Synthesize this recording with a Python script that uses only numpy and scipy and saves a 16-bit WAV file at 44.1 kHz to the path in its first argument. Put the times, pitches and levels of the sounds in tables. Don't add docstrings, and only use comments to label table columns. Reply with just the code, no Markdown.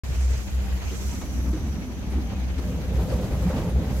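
import sys
import numpy as np
from scipy import signal
from scipy.io import wavfile
from scipy.ndimage import uniform_filter1d

SR = 44100
rng = np.random.default_rng(int(sys.argv[2]) if len(sys.argv) > 2 else 0)


def dump_mix(stems):
    frames = np.atleast_2d(stems).T
    limited = np.clip(frames, -1, 1)
    pcm = np.round(limited * 32767).astype(np.int16)
    wavfile.write(sys.argv[1], SR, pcm)


N = 176400
TIME = np.arange(N) / SR


def from_db(db):
    return 10 ** (np.asarray(db) / 20)


def rms_one(x):
    return x / np.sqrt(np.mean(x ** 2) + 1e-20)


def in_time(rows):
    times, *columns = np.transpose(rows)
    return [np.interp(TIME, times, column) for column in columns]


def level(rows):
    return from_db(in_time(rows)[0])


def at_hz(points, hz):
    freqs, values = np.transpose(points)
    return np.interp(np.log(hz), np.log(freqs), values)


def pan(db):
    return from_db(np.array([[db], [-db]]) / 2)


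def drift(rate):
    pole = np.exp(-80 * np.pi * rate / SR)
    slow = signal.lfilter([1], [1, -2 * pole, pole * pole], rng.standard_normal(N // 40 + 2002))[2000:]
    return np.interp(np.arange(N) / 40, np.arange(len(slow)), rms_one(slow))


def stereo(mid, side, alike):
    alike = np.clip(alike, -1, 1)
    return np.sqrt(1 + alike) * mid + np.sqrt(1 - alike) * side * np.array([[1], [-1]])


def banded_noise(colour, likeness, flicker_db, flicker_rate):
    low, high = colour[0][0], min(colour[-1][0] * 1.1, SR * .45)
    edges = 20 * 2 ** (np.arange(31) / 3)
    out, together, white = 0, drift(flicker_rate), rng.standard_normal((2, 2, N))
    for k, band in enumerate(zip(edges, edges[1:])):
        hz, own = np.sqrt(band[0] * band[1]), drift(flicker_rate)
        if low / 2 ** .5 < hz < high:
            mid, side = signal.sosfilt(signal.butter(2, band, "band", fs=SR, output="sos"), white[k % 2])
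            gain = from_db(at_hz(colour, hz) + flicker_db * (together + own))
            out = out + gain * stereo(mid, side, at_hz(likeness, hz))
    return rms_one(out)


def narrow_noise(hz, width_hz, alike):
    smooth = signal.butter(2, width_hz / 2, fs=SR, output="sos")
    slow = signal.sosfilt(smooth, rng.standard_normal((2, 2, N + SR // 2)))[..., -N:]
    phase = 2 * np.pi * np.cumsum(hz * np.ones(N)) / SR
    return rms_one(stereo(*(slow[0] * np.cos(phase) + slow[1] * np.sin(phase)), alike))


def resonances(tones, alike):
    return sum(from_db(db) * narrow_noise(hz, width, alike) for hz, width, db in tones)


def blow(start, attack_s, fade_s):
    age = np.maximum(TIME - start, 0)
    return np.minimum(age / attack_s, 1) * from_db(-60 * np.maximum(age - attack_s, 0) / fade_s)


def swell(peak_s, half_s):
    return np.exp(-.5 * ((TIME - peak_s) / half_s) ** 2)


# time in seconds, relative level in dB.
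DRONE_LEVEL = [(0.05, -33.5), (0.12, -23.5), (0.145, -35), (0.175, -23), (0.34, -22.5), (0.41, -33),
               (0.5, -35), (0.57, -21), (0.68, -36), (0.72, -21.5), (0.8, -34), (1.04, -31.5), (1.08, -24),
               (1.18, -40), (1.51, -21.5), (1.6, -45), (1.64, -26), (1.81, -34), (2.06, -43), (2.16, -23.5),
               (2.35, -37.5), (2.36, -26.5), (2.91, -31), (3.01, -19.5), (3.06, -57), (3.13, -20),
               (3.22, -41.5), (3.25, -24), (3.28, -64), (3.32, -26.5), (3.51, -26), (3.55, -49),
               (3.6, -27.5), (3.65, -48), (3.76, -18.5), (3.83, -33.5), (3.97, -27.5)]
# time in seconds, level in dB.
HUM_LEVEL = [(0, -52.5), (.45, -42.5), (1, -38.5), (2, -42.5), (4, -39.5)]
# pitch in Hz, width in Hz, level in dB.
SIDE_TONES = [(53.1, 15.3, -38), (77.9, 17.5, -38.5), (99.4, 10.8, -42.5)]
DRIVE_HZ, DRIVE_WOBBLE_HZ, DRONE_BOOST_DB = 63.78, 2.66, 1.5


def drive():
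    phase = 2 * np.pi * np.cumsum(DRIVE_HZ + DRIVE_WOBBLE_HZ * drift(9.7)) / SR
    rough = from_db(-14) * narrow_noise(DRIVE_HZ, width_hz=26, alike=.4)
    throb = uniform_filter1d(level(DRONE_LEVEL), size=700)
    octave = from_db(-19 + 4.5 * drift(24)) * np.sin(2 * phase)
    drone = from_db(DRONE_BOOST_DB) * throb * (np.sqrt(2) * (np.sin(phase) + octave) + rough)
    hum = level(HUM_LEVEL) * narrow_noise(hz=193.8, width_hz=21.2, alike=0.69)
    return drone + hum + resonances(SIDE_TONES, alike=0.79)


# time in seconds, level in dB.
RUSH_LEVEL = [(0, -38), (1, -39), (1.8, -42.5), (2.3, -40), (3, -43), (4, -41.5)]
HISS_LEVEL = [(0, -52), (.23, -54.5), (.45, -51), (.7, -52.5), (1.05, -47.5), (1.35, -50), (1.6, -53),
              (2, -56.5), (2.55, -55.5), (2.69, -50.5), (2.85, -54), (3.12, -49.5), (3.27, -50.5),
              (3.57, -49), (3.76, -56.5), (3.92, -49.5), (4, -46)]
# frequency in Hz, relative level in dB.
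RUSH_COLOUR = [(100, 10), (480, -0.5), (800, -6.5), (1200, -9), (1650, -7.5), (2000, -8), (2450, -7.5),
               (3300, -12), (5000, -16), (9000, -35), (15000, -37)]
HISS_COLOUR = [(1000, 2), (2500, -7), (4500, 2), (7000, 8), (9000, -10), (11000, 6), (15500, -6.5)]
# frequency in Hz, likeness from -1 to 1.
AIR_LIKENESS = [(100, -0.93), (700, 0.72), (1300, 0.11), (1900, -0.28), (2500, -0.027), (3800, -0.35),
                (5500, -0.15), (15000, 0.11)]
GRAINS_PER_S, GRAIN_DB = 660, -16


def wind():
    rush = level(RUSH_LEVEL) * banded_noise(RUSH_COLOUR, AIR_LIKENESS, flicker_db=1.33, flicker_rate=17)
    clicks = (rng.random((2, N)) < GRAINS_PER_S / SR) * rng.standard_normal((2, N))
    treble = signal.butter(1, [2500, 11000], "band", fs=SR, output="sos")
    grains = rms_one(signal.sosfilt(treble, clicks + 1e-18))
    hiss = banded_noise(HISS_COLOUR, AIR_LIKENESS, flicker_db=1, flicker_rate=28)
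    return rush + level(HISS_LEVEL) * (hiss + from_db(GRAIN_DB) * grains) * pan(db=-1)


# time of the peak in seconds, level in dB, half length in seconds.
SWISHES = [(0.26, -48, 0.19), (1.056, -46, 0.12)]
# frequency in Hz, relative level in dB.
SWISH_COLOUR = [(2500, -21), (4500, -3.5), (6200, 3), (8000, -1), (10000, -20), (15000, -29)]
# time in seconds, pitch in Hz, level in dB.
SIZZLE = [(0, 6700, -61), (.35, 6500, -54.5), (.72, 6770, -59.5), (.86, 6290, -50.5), (1.08, 6150, -50),
          (1.5, 5950, -54), (2.3, 6150, -59.5), (3.3, 6340, -61)]


def snow():
    strength = sum(from_db(db) * swell(peak, half) for peak, db, half in SWISHES)
    swish = strength * banded_noise(SWISH_COLOUR, AIR_LIKENESS, flicker_db=1.2, flicker_rate=30)
    hz, db = in_time(SIZZLE)
    sizzle = from_db(db + drift(6.7)) * narrow_noise(hz + 60 * drift(7), width_hz=480, alike=-0.052)
    return (swish + sizzle) * pan(db=-4.5)


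# start in seconds, level in dB.
TICKS = [(.17, -60), (.202, -53), (2.1, -54), (3.692, -53)]
# frequency in Hz, relative level in dB.
TICK_COLOUR = [(1500, -6), (5000, -25), (10000, 34), (15000, -2)]


def ticks():
    crackle = banded_noise(TICK_COLOUR, AIR_LIKENESS, flicker_db=1, flicker_rate=100)
    return crackle * sum(from_db(db) * blow(start, attack_s=0.00068, fade_s=0.25) for start, db in TICKS)


# time of the peak in seconds, pitch in Hz, level in dB, half length in seconds.
SQUEAKS = [(0.67, 779, -51, 0.028), (1.234, 2240, -51, 0.0068), (2.3, 795, -50.5, 0.06),
           (2.35, 2530, -56, 0.02), (3.13, 512, -39, 0.035), (3.667, 897, -46, 0.03)]
SQUEAK_WOBBLE_HZ = 7.85


def squeaks():
    out = 0
    for peak, hz, db, half in SQUEAKS:
        phase = 2 * np.pi * np.cumsum(hz + SQUEAK_WOBBLE_HZ * drift(50)) / SR
        ear_shift = rng.uniform(0, np.pi / 2, (2, 1))
        out = out + from_db(db) * swell(peak, half) * np.sqrt(2) * np.sin(phase + ear_shift)
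    return out


# start in seconds, pitch in Hz, level in dB.
CLINKS = [(.718, 1816, -45), (0.894, 2920, -44), (1.215, 930, -39.5)]


def clinks():
    return sum(from_db(db) * blow(start, attack_s=0.0043, fade_s=.12)
               * narrow_noise(hz, width_hz=450, alike=0) for start, hz, db in CLINKS)


# start in seconds, level in dB, fade in seconds, tilt toward treble in dB.
KNOCKS = [(0.905, -42, 0.24, 6.5), (1.21, -39, 0.13, 6), (1.526, -37, 0.55, 1), (2.117, -38.5, 0.43, -1),
          (2.578, -35, 0.19, 3), (3.095, -39, 0.42, 6), (3.56, -34.5, 0.35, 2.5)]
# frequency in Hz, relative level in dB.
KNOCK_COLOUR = [(100, -48), (300, 8), (600, -11.5), (1200, -12.5), (2400, -19.5), (5000, -23.5),
                (12000, -40)]
# frequency in Hz, likeness from -1 to 1.
NEAR_LIKENESS = [(60, 0.96), (130, 1), (500, 0.94), (1200, 0.78), (2500, 0), (6000, 0.28)]


def knocks():
    noise = banded_noise(KNOCK_COLOUR, NEAR_LIKENESS, flicker_db=0, flicker_rate=80)
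    lows = signal.sosfilt(signal.butter(1, 800, fs=SR, output="sos"), noise)
    out = 0
    for start, db, fade, tilt in KNOCKS:
        rattle = from_db(-tilt) * lows + from_db(tilt) * (noise - lows)
        out = out + from_db(db) * rattle * blow(start, attack_s=0.0061, fade_s=fade)
    return out


# start in seconds, central pitch in Hz, level in dB.
CLUNKS = [(0.915, 380, -35), (1.527, 302, -29), (1.781, 200, -29.5), (2.169, 305, -31), (2.642, 188, -29),
          (3.12, 550, -30.5), (3.452, 183, -20.5), (3.497, 536, -30), (3.556, 265, -27.5),
          (3.644, 170, -24), (3.792, 274, -29), (3.901, 125, -20)]
FRAME_TONES_HZ = [125.6, 176.7, 250.9, 309.3, 380, 453.6, 523.2, 590]
CLUNK_SPREAD_OCTAVES = .25


def clunks():
    out, tones = 0, np.array(FRAME_TONES_HZ)
    for start, hz, db in CLUNKS:
        shares = np.exp(-.5 * (np.log2(tones / hz) / CLUNK_SPREAD_OCTAVES) ** 2)
        ring = sum(share * np.sin(2 * np.pi * tone * (TIME - start) + rng.normal(0, 1))
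                   for tone, share in zip(tones, shares))
        out = out + from_db(db) * rms_one(ring) * blow(start, attack_s=0.004, fade_s=.18)
    return out


# time in seconds, relative level in dB.
TYRE_LEVEL = [(0, -75), (.85, -60.5), (1.15, -33.5), (1.4, -33.5), (1.55, -31.5), (1.95, -36.5),
              (2.17, -32.5), (2.45, -37.5), (2.7, -34.5), (4, -32)]
# frequency in Hz, relative level in dB.
HOUSING_COLOUR = [(28, -15), (50, 9), (80, 3.5), (140, 3.5), (240, 5.5), (330, -5), (480, -11), (900, -14),
                  (2000, -31.5)]
# pitch in Hz, width in Hz, relative level in dB.
HOUSING_TONES = [(221.2, 24, -13.5), (257.2, 19, -10.5), (284.2, 14.6, -14.5), (324, 11, -20)]


def tyres():
    rumble = from_db(-3) * banded_noise(HOUSING_COLOUR, NEAR_LIKENESS, flicker_db=2.5, flicker_rate=11.6)
    return level(TYRE_LEVEL) * (rumble + resonances(HOUSING_TONES, alike=1))


# time in seconds, level in dB.
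ROLLER_LEVEL = [(0, -64), (2.5, -47.5), (2.68, -31.5), (2.85, -35.5), (3.0, -29), (3.14, -29.5),
                (3.3, -29.5), (3.48, -32.5), (3.6, -27.5), (3.72, -32.5), (3.92, -29.5), (4, -35)]
# frequency in Hz, relative level in dB.
RAIL_COLOUR = [(28, -10), (60, 3.5), (110, 3.5), (175, 2), (260, -30), (370, -9.5), (580, -13.5),
               (750, -18), (1200, -25.5), (2000, -29.5), (5000, -36)]
# pitch in Hz, width in Hz, relative level in dB.
RAIL_TONES = [(174.3, 42, -8), (440, 39, -15.5), (511.5, 37, -13), (590, 48, -19)]


def rollers():
    roar = banded_noise(RAIL_COLOUR, NEAR_LIKENESS, flicker_db=1.5, flicker_rate=21.6)
    return level(ROLLER_LEVEL) * (roar + resonances(RAIL_TONES, alike=0.96))


# frequency in Hz, relative level in dB.
CRUNCH_COLOUR = [(900, 6), (1500, -3), (4500, -16)]


def crunch():
    grit = banded_noise(CRUNCH_COLOUR, NEAR_LIKENESS, flicker_db=2, flicker_rate=45)
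    return from_db(-39.5) * swell(peak_s=3.525, half_s=0.07) * grit


def scene():
    return (drive() + wind() + snow() + ticks() + squeaks() + clinks()
            + knocks() + clunks() + tyres() + rollers() + crunch())


START_S, FADE_IN_S, CUTOFF_HZ = 0.035, 0.0017, 15800


def record(dry):
    opening = np.clip((TIME - START_S) / FADE_IN_S, 0, 1)
    return signal.sosfilt(signal.ellip(10, .1, 80, CUTOFF_HZ, fs=SR, output="sos"), dry * opening)


dry = scene()
out = record(dry)
dump_mix(out)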